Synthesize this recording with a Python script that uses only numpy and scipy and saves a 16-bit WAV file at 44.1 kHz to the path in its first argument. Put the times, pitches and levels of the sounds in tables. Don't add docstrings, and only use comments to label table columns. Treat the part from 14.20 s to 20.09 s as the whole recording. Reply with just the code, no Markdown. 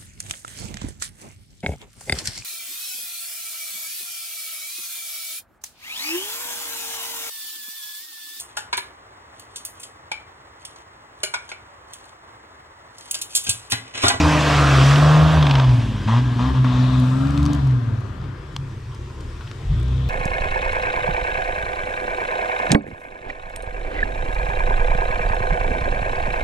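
import sys
import numpy as np
from scipy import signal
from scipy.fft import rfft, irfft, next_fast_len
from scipy.io import wavfile
from scipy.ndimage import uniform_filter1d, map_coordinates

SR = 44100
rng = np.random.default_rng(int(sys.argv[2]) if len(sys.argv) > 2 else 0)


def boost_factor(decibels):
    exponent = np.asarray(decibels, float) / 20
    return 10 ** exponent


def file_out(sig):
    cols = np.atleast_2d(sig).T
    lim = np.clip(cols, -1, 1)
    pcm = np.round(lim * 32767).astype(np.int16)
    wavfile.write(sys.argv[1], SR, pcm)


N = 259749

# time in seconds, half the firing rate in Hz, firing tone in dB.
TRUCK_EXHAUST = [(0.0, 81.13, -22.5), (0.17, 75.44, -20.5), (0.42, 71.3, -18), (0.6, 66.6, -11.5),
                 (0.84, 74.85, -12), (1.02, 77.14, -12), (1.15, 78.86, -15), (1.2, 75.85, -13.5),
                 (1.31, 69.43, -14.5), (1.55, 60.57, -12.5), (1.64, 56.71, -22.5), (1.74, 52.28, -29),
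                 (1.83, 49.7, -31.5), (1.87, 52.94, -20.5), (1.97, 60.6, -15), (2.03, 63.2, -18),
                 (2.17, 59.1, -19.5), (2.28, 65.2, -20), (2.31, 65.9, -29), (2.39, 64.11, -13.5),
                 (2.52, 62.5, -17.5), (2.74, 64.2, -17.5), (2.85, 62.87, -16.5), (3.12, 70.5, -22.5),
                 (3.29, 73.33, -21), (3.39, 70.8, -25), (3.46, 66.27, -12), (3.65, 57.97, -21),
                 (3.8, 53.37, -26), (3.97, 45.94, -40.5), (4.1, 43.64, -51)]
# frequency in Hz, relative level in dB.
PIPE_COLOUR = [(20, -29), (60, -25), (130, 5), (180, -16.5), (270, 2.5), (340, -17.5), (700, -23.5),
               (1200, -66)]
# time in seconds, engine noise in dB, mud rush in dB, spray in dB.
NOISE_LEVELS = [(0.0, -27.5, -28.5, -36.5), (0.35, -25, -27.5, -38.5), (0.7, -27.5, -29.5, -37),
                (1.0, -30.5, -34, -45), (1.2, -32.5, -37.5, -47.5), (1.42, -33.5, -39, -53.5),
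                (1.6, -41, -43.5, -51), (1.85, -47.5, -45, -52.5), (2.1, -42, -44, -56),
                (2.4, -46.5, -46, -57), (2.65, -48.5, -48, -56.5), (2.9, -51, -53, -52.5),
                (3.35, -50.5, -52, -58.5), (3.6, -46.5, -55.5, -72), (4.1, -51, -60.5, -70),
                (4.4, -52.5, -63, -63.5), (4.78, -62, -57.5, -60.5), (5.05, -65.5, -55, -60.5),
                (5.5, -55, -53.5, -60.5), (5.89, -53.5, -53.5, -68)]
# centre in Hz, width in Hz, level in dB before the filter is squared.
BLOCK_MODES = [(1555, 152, 1), (1753, 93, 0), (2330, 810, -9.5)]
# frequency in Hz,
# relative level in dB per Hz.
MUD_COLOUR = [(1120, -18), (1900, 6), (2140, 1.5), (2560, 4.5), (3730, -1), (4180, -3), (6500, -10),
              (8450, -19), (14300, -120)]
SPRAY_COLOUR = [(3500, -22), (5000, 5), (6300, -2), (7800, -0.5), (9500, -6), (10200, -13.5),
                (13000, -13.5), (15000, -41.5), (16000, -54.5)]
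BODY_COLOUR = [(250, -17), (350, -25.5), (450, 4), (550, 3.5), (680, 4.5), (800, 0.5), (950, -6),
               (1400, -40)]
GROUND_COLOUR = [(20, 13), (50, 26.5), (130, 30.5), (180, 3.5), (250, -19), (380, 17), (500, -37)]
AIR_COLOUR = [(100, -23.5), (170, 1), (368, 2.5), (687, -14.5), (741, -15.5), (964, -7), (1830, -13.5),
              (2300, -17.5), (4280, -23), (8440, -36), (15400, -64)]
# time in seconds, half the firing rate in Hz, tone at that rate in dB,
# firing tone in dB.
FAR_ENGINE = [(3.9, 73.6, -40.5, -49), (4.08, 67.5, -40, -30), (4.16, 68.5, -48, -50),
              (4.25, 74.3, -38, -42), (4.364, 69.97, -48, -34), (4.47, 66, -51, -30),
              (4.614, 55.16, -45, -38.5), (4.8, 63.6, -44, -43), (4.914, 64.4, -41, -38),
              (5.064, 65.1, -48, -49), (5.2, 57.04, -43, -40.5), (5.41, 52.6, -49, -45.5),
              (5.468, 41.96, -32, -31), (5.49, 44.1, -21.5, -27), (5.57, 55.4, -24.5, -23),
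              (5.63, 62.76, -23, -24), (5.89, 64.5, -22.5, -23.5)]
# multiple of half the firing rate, level against the firing tone in dB.
FAR_WEAK_TONES = [(.5, -16), (1.5, -7), (2.5, -15), (4, -19), (5.5, -25), (7.5, -28)]
# pitch in Hz, level over the firing tone in dB.
FAR_THIRD_TONE = [(120, -13), (145, 4), (170, -21), (200, -27)]
# start in seconds, bright peak in dB, centre in Hz,
# dull peak in dB, time to fall 60 dB in seconds.
TWIG_TICKS = [(2.80, -31.5, 8400, -47, 0.008), (3.071, -32, 4800, -50, .01),
              (3.107, -32, 7460, -47, 0.0075), (3.1765, -21, 4192, -33.5, 0.0071),
              (3.2295, -28.5, 6000, -55, 0.015), (3.254, -26, 6130, -53, .01),
              (3.262, -20, 5360, -27.5, 0.013), (3.3325, -23.5, 6936, -33, 0.011),
              (3.348, -31, 6500, -50, .014), (3.472, -36.5, 6500, -34, .009), (3.51, -35, 4998, -43, .01),
              (4.04, -42, 2990, -35, 0.045), (4.3642, -15.5, 4360, -26, .012),
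              (4.747, -39, 6200, -52, 0.034), (4.9, -46, 2500, -37.5, .04), (5.007, -40, 6002, -49, .03),
              (5.208, -34.5, 2800, -32.5, 0.077), (5.2762, -29, 3140, -49, 0.0052),
              (5.314, -28, 4180, -28.5, 0.0071), (5.6, -38.5, 7000, -56, .01),
              (5.63, -39, 7000, -53, 0.012)]
# frequency in Hz, likeness from 0 to 1.
LIKENESS = [(60, .999), (250, .99), (600, .95), (2000, .92), (5000, .92), (8000, .72), (11000, .2)]
# frequency in Hz, left over right in dB.
BALANCE = [(60, .8), (150, 0.31), (400, 0.1), (5000, 0.1), (8000, 0.48), (12000, 1.8)]
# frequency in Hz, lead of the left in radians.
LEFT_LEAD = [(60, -.03), (120, -.12), (230, -.3), (500, -.45), (750, -.55), (1050, -.45), (1500, -.18),
             (3000, -.15), (10000, -.05)]
# time in seconds, left over right in dB,
# extra echo share from 0 to 1.
DIRECTION = [(0.0, -0.4, 0), (1.26, -1.5, 0), (2.12, 2.5, 0), (3.74, 8, 0.32), (4.76, 1.5, 0.37),
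             (5.89, 6.5, 0.39)]
# frequency in Hz, time to fall 60 dB in seconds.
TREE_ECHO = [(100, 1), (1000, 1), (8000, 0.89)]
# time in seconds, half the firing rate in Hz, tone level in dB.
IDLING = [(4.1, 42.6, -46), (4.32, 37.16, -46), (4.6, 36.74, -59), (4.78, 37.25, -59), (5.08, 36.3, -35),
          (5.42, 35.4, -54)]
# frequency in Hz, level over the body noise in dB, before BOOM_AND_GROWL.
GROWL_COLOUR = [(330, -16), (450, -19), (540, -12), (650, -8), (750, -12), (850, -14.5), (1000, -11.5),
                (1300, -16)]
# time in seconds, pitch in Hz, level in dB.
DRIVELINE = [(0.0, 296.2, -17.5), (0.2, 304.4, -25), (0.37, 296, -32), (0.5, 310, -28)]
# time in seconds, centre in Hz.
BARK_SLIDE = [(0.25, 1020), (0.44, 1237), (1.11, 1132), (1.25, 974), (1.9, 996.8), (2.5, 1060),
              (3.03, 1260), (3.3, 1084), (4.1, 1190)]
# start in seconds,
# bright peak in dB, centre in Hz, dull peak in dB.
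SINGLE_KNOCKS = [(.758, -13, 3221, -17.5), (1.881, -40, 2604, -41), (2.194, -32, 2443, -27.5),
                 (2.4446, -32, 3430, -16.5)]
# time in seconds,
# strength of blow over noise.
CRISPNESS = [(0, .25), (.75, .3), (.9, .6), (1.4, .7), (1.8, 1.2), (2.4, 1.2), (2.6, .6), (5.89, .4)]
# press in seconds, lift in seconds, how far from 0 to 1.
FOOT = [(-0.1, 1.42, 0.25), (1.869, 1.985, 0.95), (2.183, 2.29, 0.67), (2.337, 2.38, 0.49),
        (2.438, 3.39, 0.76)]
# time in seconds, centre in Hz, level over the mud rush in dB.
INTAKE_HISS = [(0.0, 3300, -26), (0.45, 3320, -18), (1.1, 3340, -3), (1.76, 3250, -3), (2.4, 3340, -4),
               (2.67, 3700, 1), (2.95, 3700, -5.5), (3.9, 3300, -10.5), (4.2, 3300, -16)]
# time in seconds,
# boom change in dB, upper exhaust change in dB.
BOOM_AND_GROWL = [(0.0, -2.5, -2.5), (0.75, -2.5, -0.5), (0.9, 2.5, 7), (1.15, 2.5, 0), (1.3, 0.5, 1.5),
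                  (1.55, -2, 3), (1.9, -3.5, 2), (2.4, -1, 2), (2.65, 1, 8), (2.9, 1.5, 8.5), (3.3, 0.5, 5),
                  (3.5, -0.5, -4), (4.4, -4, -3), (4.9, 3.5, -5), (5.89, 5, -6)]

PRESS_S, LIFT_S, SURGE, SURGE_S = 0.012, 0.038, 0.21, 0.058
BEHIND_S, TURN_S = 2.1, 0.3
LEAVES_S, LEAVES_DB_PER_S = 3.29, -14
# coasting dB, dB per Hz of half rate over 65 Hz, dB gained at throttle 1 alongside, and from behind.
HALF_TONE, THIRD_TONE = (-28.5, 0.6362, -9, -5), (-43.5, 0.12, -18, 10)
FOURTH_TONE, BURBLE = (-34.5, 0, 7, 14), (-35.5, 0.31, -19.5, -8.5)
# dB over its base level, dB gained at throttle 1.
BARK, CLATTER, RUSH, BOOM = (0.18, 16.8), (-7.5, 10.8), (0.16, 8), (-4, 10.4)
BOOM_HZ, ODD_BEHIND_DB = 694, -6.5
LOPE_HZ, LOPE_PER_HZ, LOPE_MOST = 62, 0.12, 0.85
BOG_S, BOG_DB, BOG_HZ, BOG_DULL_DB, WEAKER_DB = 1.2265, -13, 3300, -14.5, -9
BOG_FADES_DB, LIFTED_DB = -0.11, -10
KNOCK_T60_S, KNOCK_PAN_DB = 0.026, 1.5
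FAR_HISS_HZ, FAR_HISS_DB = 3350, -28.5
RUMBLE_DB, RUMBLE_FOLLOWS = -35.5, 0.075
FAINT_T60_S, FAINT_DB, FAINT_HZ, TICK_PAN_DB = 0.011, -44, 6500, 4
AIR_DB, AIR_FILLED_DB = -45, -0.9
LEFT_RIGHT = np.array([[0.5], [-0.5]])


def unit(x):
    return x / np.sqrt(np.mean(x ** 2) + 1e-20)


def along(points, hz):
    f, v = np.transpose(points)
    return np.interp(np.log(hz + 1), np.log(f + 1), v)


def curves(rows):
    s, *cols = np.transpose(rows)
    return [np.interp(np.arange(N) / SR, s, c) for c in cols]


def between(rows):
    t = np.arange(N) / SR
    return np.clip(np.minimum(t - rows[0][0], rows[-1][0] - t) / 0.089 + 1, 0, 1)


def wobble(rate):
    return map_coordinates(rng.standard_normal(int(N * rate / SR) + 4), [np.arange(N) * rate / SR])


def filtered(x, response, size=0):
    wide = np.pad(x, [(0, 0)] * (x.ndim - 1) + [(size, size)], "reflect")
    m = next_fast_len(wide.shape[-1] + 8192)
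    return irfft(rfft(wide, m) * response(np.fft.rfftfreq(m, 1 / SR)), m)[..., size:size + x.shape[-1]]


def ringing(modes):
    return lambda f: sum((-1) ** k * boost_factor(db) * 1j * f * w / (c * c - f * f + 1j * f * w)
                         for k, (c, w, db) in enumerate(modes))


def resonated(x, modes):
    return filtered(x, lambda f: ringing(modes)(f) ** 2)


def sliding(x, hz, width_hz):
    step = width_hz / 4
    share = lambda c: np.clip(1 - abs(hz - c) / step, 0, 1)
    centres = np.arange(hz.min(), hz.max() + step, step)
    return unit(sum(share(c) * resonated(x, [(c, width_hz, 0)]) for c in centres))


def rush(spectrum, patchy_db):
    z = signal.stft(rng.standard_normal(N), nperseg=512)[2]
    field = uniform_filter1d(uniform_filter1d(rng.standard_normal(z.shape), size=5, axis=0), size=8, axis=1)
    x = signal.istft(z * boost_factor(patchy_db * unit(field)), nperseg=512)[1][:N]
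    return unit(filtered(x, lambda hz: boost_factor(along(spectrum, hz))))


def tone(turns, db, waver_db):
    return np.sqrt(2) * boost_factor(db + waver_db * wobble(18)) * np.sin(2 * np.pi * (turns + rng.random()))


def snaps(rows, pan_db):
    out, t = np.zeros((2, N + SR)), np.arange(SR // 16) / SR
    peak = lambda x: x / abs(x).max()
    for s, db, hz, dull_db, t60 in rows:
        burst = boost_factor(-60 * t / max(t60, 0.003)) * rng.standard_normal((2, len(t)))
        band = ringing([(hz, 1.7 * hz, 0)])
        bright = filtered(burst[0], lambda f: band(f) ** 2 / (1 + (f / (1.28 * hz)) ** 4))
        dull = resonated(burst[1], [(1100, 800, 0)])
        sound = boost_factor(db) * peak(bright) + boost_factor(dull_db) * peak(dull)
        start = round(s * SR)
        out[:, start:start + len(t)] += sound * boost_factor(pan_db * LEFT_RIGHT)
    return out[:, :N]


def truck():
    half_hz = curves(TRUCK_EXHAUST)[0]
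    engine_db, mud_db, spray_db = curves(NOISE_LEVELS)
    foot = throttle()
    behind = curves([(BEHIND_S - TURN_S, 0), (BEHIND_S, 1)])[0]
    boom_db, growl_db = curves(BOOM_AND_GROWL)
    body_db = engine_db + BOOM[0] + foot * BOOM[1] + boom_db
    mud_db = mud_db + RUSH[0] + foot * RUSH[1]
    turns = np.cumsum(half_hz) / SR
    firing = 2 * turns
    size = boost_factor(0.43 * rng.standard_normal(1200))[firing.astype(int)]
    strikes = np.diff(np.floor(firing), prepend=0) > 0
    blows = unit(size * strikes * between(TRUCK_EXHAUST))
    beat = size * np.exp(-4 * (firing % 1))
    tones = exhaust(turns, half_hz, foot, behind) + growl(turns, half_hz, body_db + growl_db, behind)
    noises = bark_and_clatter(blows, beat, engine_db, foot) + mud_and_spray(beat, mud_db, spray_db)
    return between(TRUCK_EXHAUST) * tones + noises + intake(mud_db) + body(blows, body_db)


def throttle():
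    t = np.arange(N) / SR
    ramp = lambda on, off: np.clip(np.minimum((t - on) / PRESS_S, (off - t) / LIFT_S + 1), 0, 1)
    surge = lambda on: 1 + SURGE * np.exp(-abs(t - on) / SURGE_S)
    return sum(far * ramp(on, off) * surge(on) for on, off, far in FOOT)


def exhaust(turns, half_hz, foot, behind):
    firing_db = curves(TRUCK_EXHAUST)[1]
    gone_db = LEAVES_DB_PER_S * np.clip(np.arange(N) / SR - LEAVES_S, 0, None)

    def level(db, per_hz, side, rear):
        pressed_db = foot * (side + (rear - side) * behind)
        return db + gone_db + per_hz * (half_hz - 65) + pressed_db

    depth = np.clip(LOPE_PER_HZ * (LOPE_HZ - half_hz) * (1 - 2 * foot), 0, LOPE_MOST)
    lope = 1 + depth * np.sin(2 * np.pi * turns / 3)
    hum = lope * tone(2 * turns, firing_db, waver_db=1.14)
    hum += tone(turns, level(*HALF_TONE), waver_db=5.0)
    hum += tone(3 * turns, level(*THIRD_TONE), waver_db=1.8)
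    hum += tone(4 * turns, level(*FOURTH_TONE), waver_db=1.8)
    burble_db = level(*BURBLE)
    burble = sum(tone(k * turns / 3, burble_db + along(PIPE_COLOUR, k * half_hz / 3), waver_db=2.5)
                 for k in range(1, 20) if k % 3)
    return hum + burble


def growl(turns, half_hz, db, behind):
    odd_db = ODD_BEHIND_DB * behind
    return sum(tone(k * turns, db + along(GROWL_COLOUR, k * half_hz) + odd_db * (k % 2), waver_db=1.6)
               for k in range(5, 19))


def bark_and_clatter(blows, beat, engine_db, foot):
    drive = lambda: curves(CRISPNESS)[0] * blows + unit((0.2 + beat) * rng.standard_normal(N))
    bark_db, clatter_db = (engine_db + db + foot * gain for db, gain in (BARK, CLATTER))
    bark_hz = curves(BARK_SLIDE)[0]
    bark = boost_factor(bark_db + 0.78 * wobble(21)) * sliding(drive(), bark_hz, width_hz=338)
    clatter = boost_factor(clatter_db + 3.5 * wobble(11)) * unit(resonated(drive(), BLOCK_MODES))
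    return bark + clatter


def body(blows, body_db):
    noise = boost_factor(body_db + 1.0 + 0.71 * wobble(8.4)) * rush(BODY_COLOUR, patchy_db=2.5)
    push = blows + rng.standard_normal(N)
    return noise + boost_factor(body_db + 1.5) * sliding(push, BOOM_HZ + 30 * wobble(5), width_hz=246)


def intake(mud_db):
    hz, db = curves(INTAKE_HISS)
    return boost_factor(mud_db + db) * sliding(rng.standard_normal(N), hz, width_hz=890)


def mud_and_spray(beat, mud_db, spray_db):
    lumps = 1.1 * wobble(17)
    mud = boost_factor(mud_db + lumps) * unit((3.8 + beat) * rush(MUD_COLOUR, patchy_db=2.0))
    spray = boost_factor(spray_db - 1 + lumps + 0.61 * wobble(15)) * rush(SPRAY_COLOUR, patchy_db=3.5)
    return mud + spray


def knocks():
    turns = np.cumsum(curves(TRUCK_EXHAUST)[0]) / SR
    at = lambda turn: np.interp(turns[round(BOG_S * SR)] + turn, turns, np.arange(N) / SR)
    bog = []
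    for k in range(19):
        strong, weak = k % 3 == 0, k % 3 == 2 and k < 14
        if strong or weak:
            fall = BOG_FADES_DB * k + LIFTED_DB * (at(k) > FOOT[0][1]) + WEAKER_DB * weak
            dull_fall = fall - WEAKER_DB / 2 * weak
            bog.append((at(k), BOG_DB + fall, BOG_HZ, BOG_DULL_DB + dull_fall))
    return snaps([(*row, KNOCK_T60_S) for row in list(SINGLE_KNOCKS) + bog], KNOCK_PAN_DB)


def whine():
    hz, db = curves(DRIVELINE)
    return between(DRIVELINE) * tone(np.cumsum(hz) / SR, db, waver_db=0.5)


def idle():
    half_hz, db = curves(IDLING)
    turns = np.cumsum(half_hz) / SR
    return between(IDLING) * sum(tone(k * turns, db, waver_db=2) for k in (1, 2))


def twigs():
    faint = [(2.3 + 3.4 * when, FAINT_DB + 8 * (loud - 0.5), FAINT_HZ * (0.33 + 0.8 * pitch),
              FAINT_DB - 18, FAINT_T60_S) for when, loud, pitch in rng.random((12, 3))]
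    return snaps(list(TWIG_TICKS) + faint, TICK_PAN_DB)


def far_engine():
    half_hz, half_db, firing_db = curves(FAR_ENGINE)
    turns = np.cumsum(half_hz) / SR
    hum = tone(turns, half_db, waver_db=1.5) + tone(2 * turns, firing_db, waver_db=1.5)
    hum += tone(3 * turns, firing_db + along(FAR_THIRD_TONE, 3 * half_hz), waver_db=2.3)
    hum += sum(tone(k * turns, firing_db + db, waver_db=2.5) for k, db in FAR_WEAK_TONES)
    hiss = unit(resonated(rng.standard_normal(N), [(FAR_HISS_HZ, 1000, 0)]))
    hiss = boost_factor(half_db + FAR_HISS_DB) * hiss
    rumble_db = RUMBLE_DB + RUMBLE_FOLLOWS * (half_db - half_db.min())
    return between(FAR_ENGINE) * (hum + hiss) + boost_factor(rumble_db) * rush(GROUND_COLOUR, patchy_db=1.5)


def trees(x):
    hz, t, z = signal.stft(rng.standard_normal((2, SR // 2)), SR, nperseg=256)
    fade = boost_factor(-60 * t / along(TREE_ECHO, hz)[:, None])
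    tail = signal.istft(z * fade, SR, nperseg=256)[1]
    return signal.fftconvolve(x[None], tail / np.linalg.norm(tail[0]), axes=1)[:, :N]


def air():
    level = boost_factor(AIR_DB) + boost_factor(curves(NOISE_LEVELS)[1] + AIR_FILLED_DB)
    return level * rush(AIR_COLOUR, patchy_db=3.0)


def scene():
    engines = truck() + whine() + idle() + far_engine() + air()
    echo = trees(engines)
    direct = filtered(engines, lambda hz: np.sqrt(along(LIKENESS, hz)), size=2048)
    near = direct + filtered(echo, lambda hz: np.sqrt(1 - along(LIKENESS, hz)))
    upper = lambda x: filtered(x, lambda hz: 1 / (1 + (400 / (hz + 1)) ** 3), size=2048)
    pan_db, far = curves(DIRECTION)
    upper_near = upper(near)
    aimed = boost_factor(pan_db * LEFT_RIGHT) * (np.sqrt(1 - far) * upper_near + np.sqrt(far) * upper(echo))
    return near - upper_near + aimed + knocks() + twigs()


def band_limit(x):
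    return signal.sosfilt(signal.butter(12, 15590, fs=SR, output="sos"), x)


def record(dry):
    colour = lambda hz: boost_factor(along(BALANCE, hz) * LEFT_RIGHT)
    phase = lambda hz: np.exp(1j * along(LEFT_LEAD, hz) * LEFT_RIGHT)
    mix = filtered(dry, lambda hz: colour(hz) * phase(hz), size=2048)
    return band_limit(mix)


dry = scene()
out = record(dry)
file_out(out)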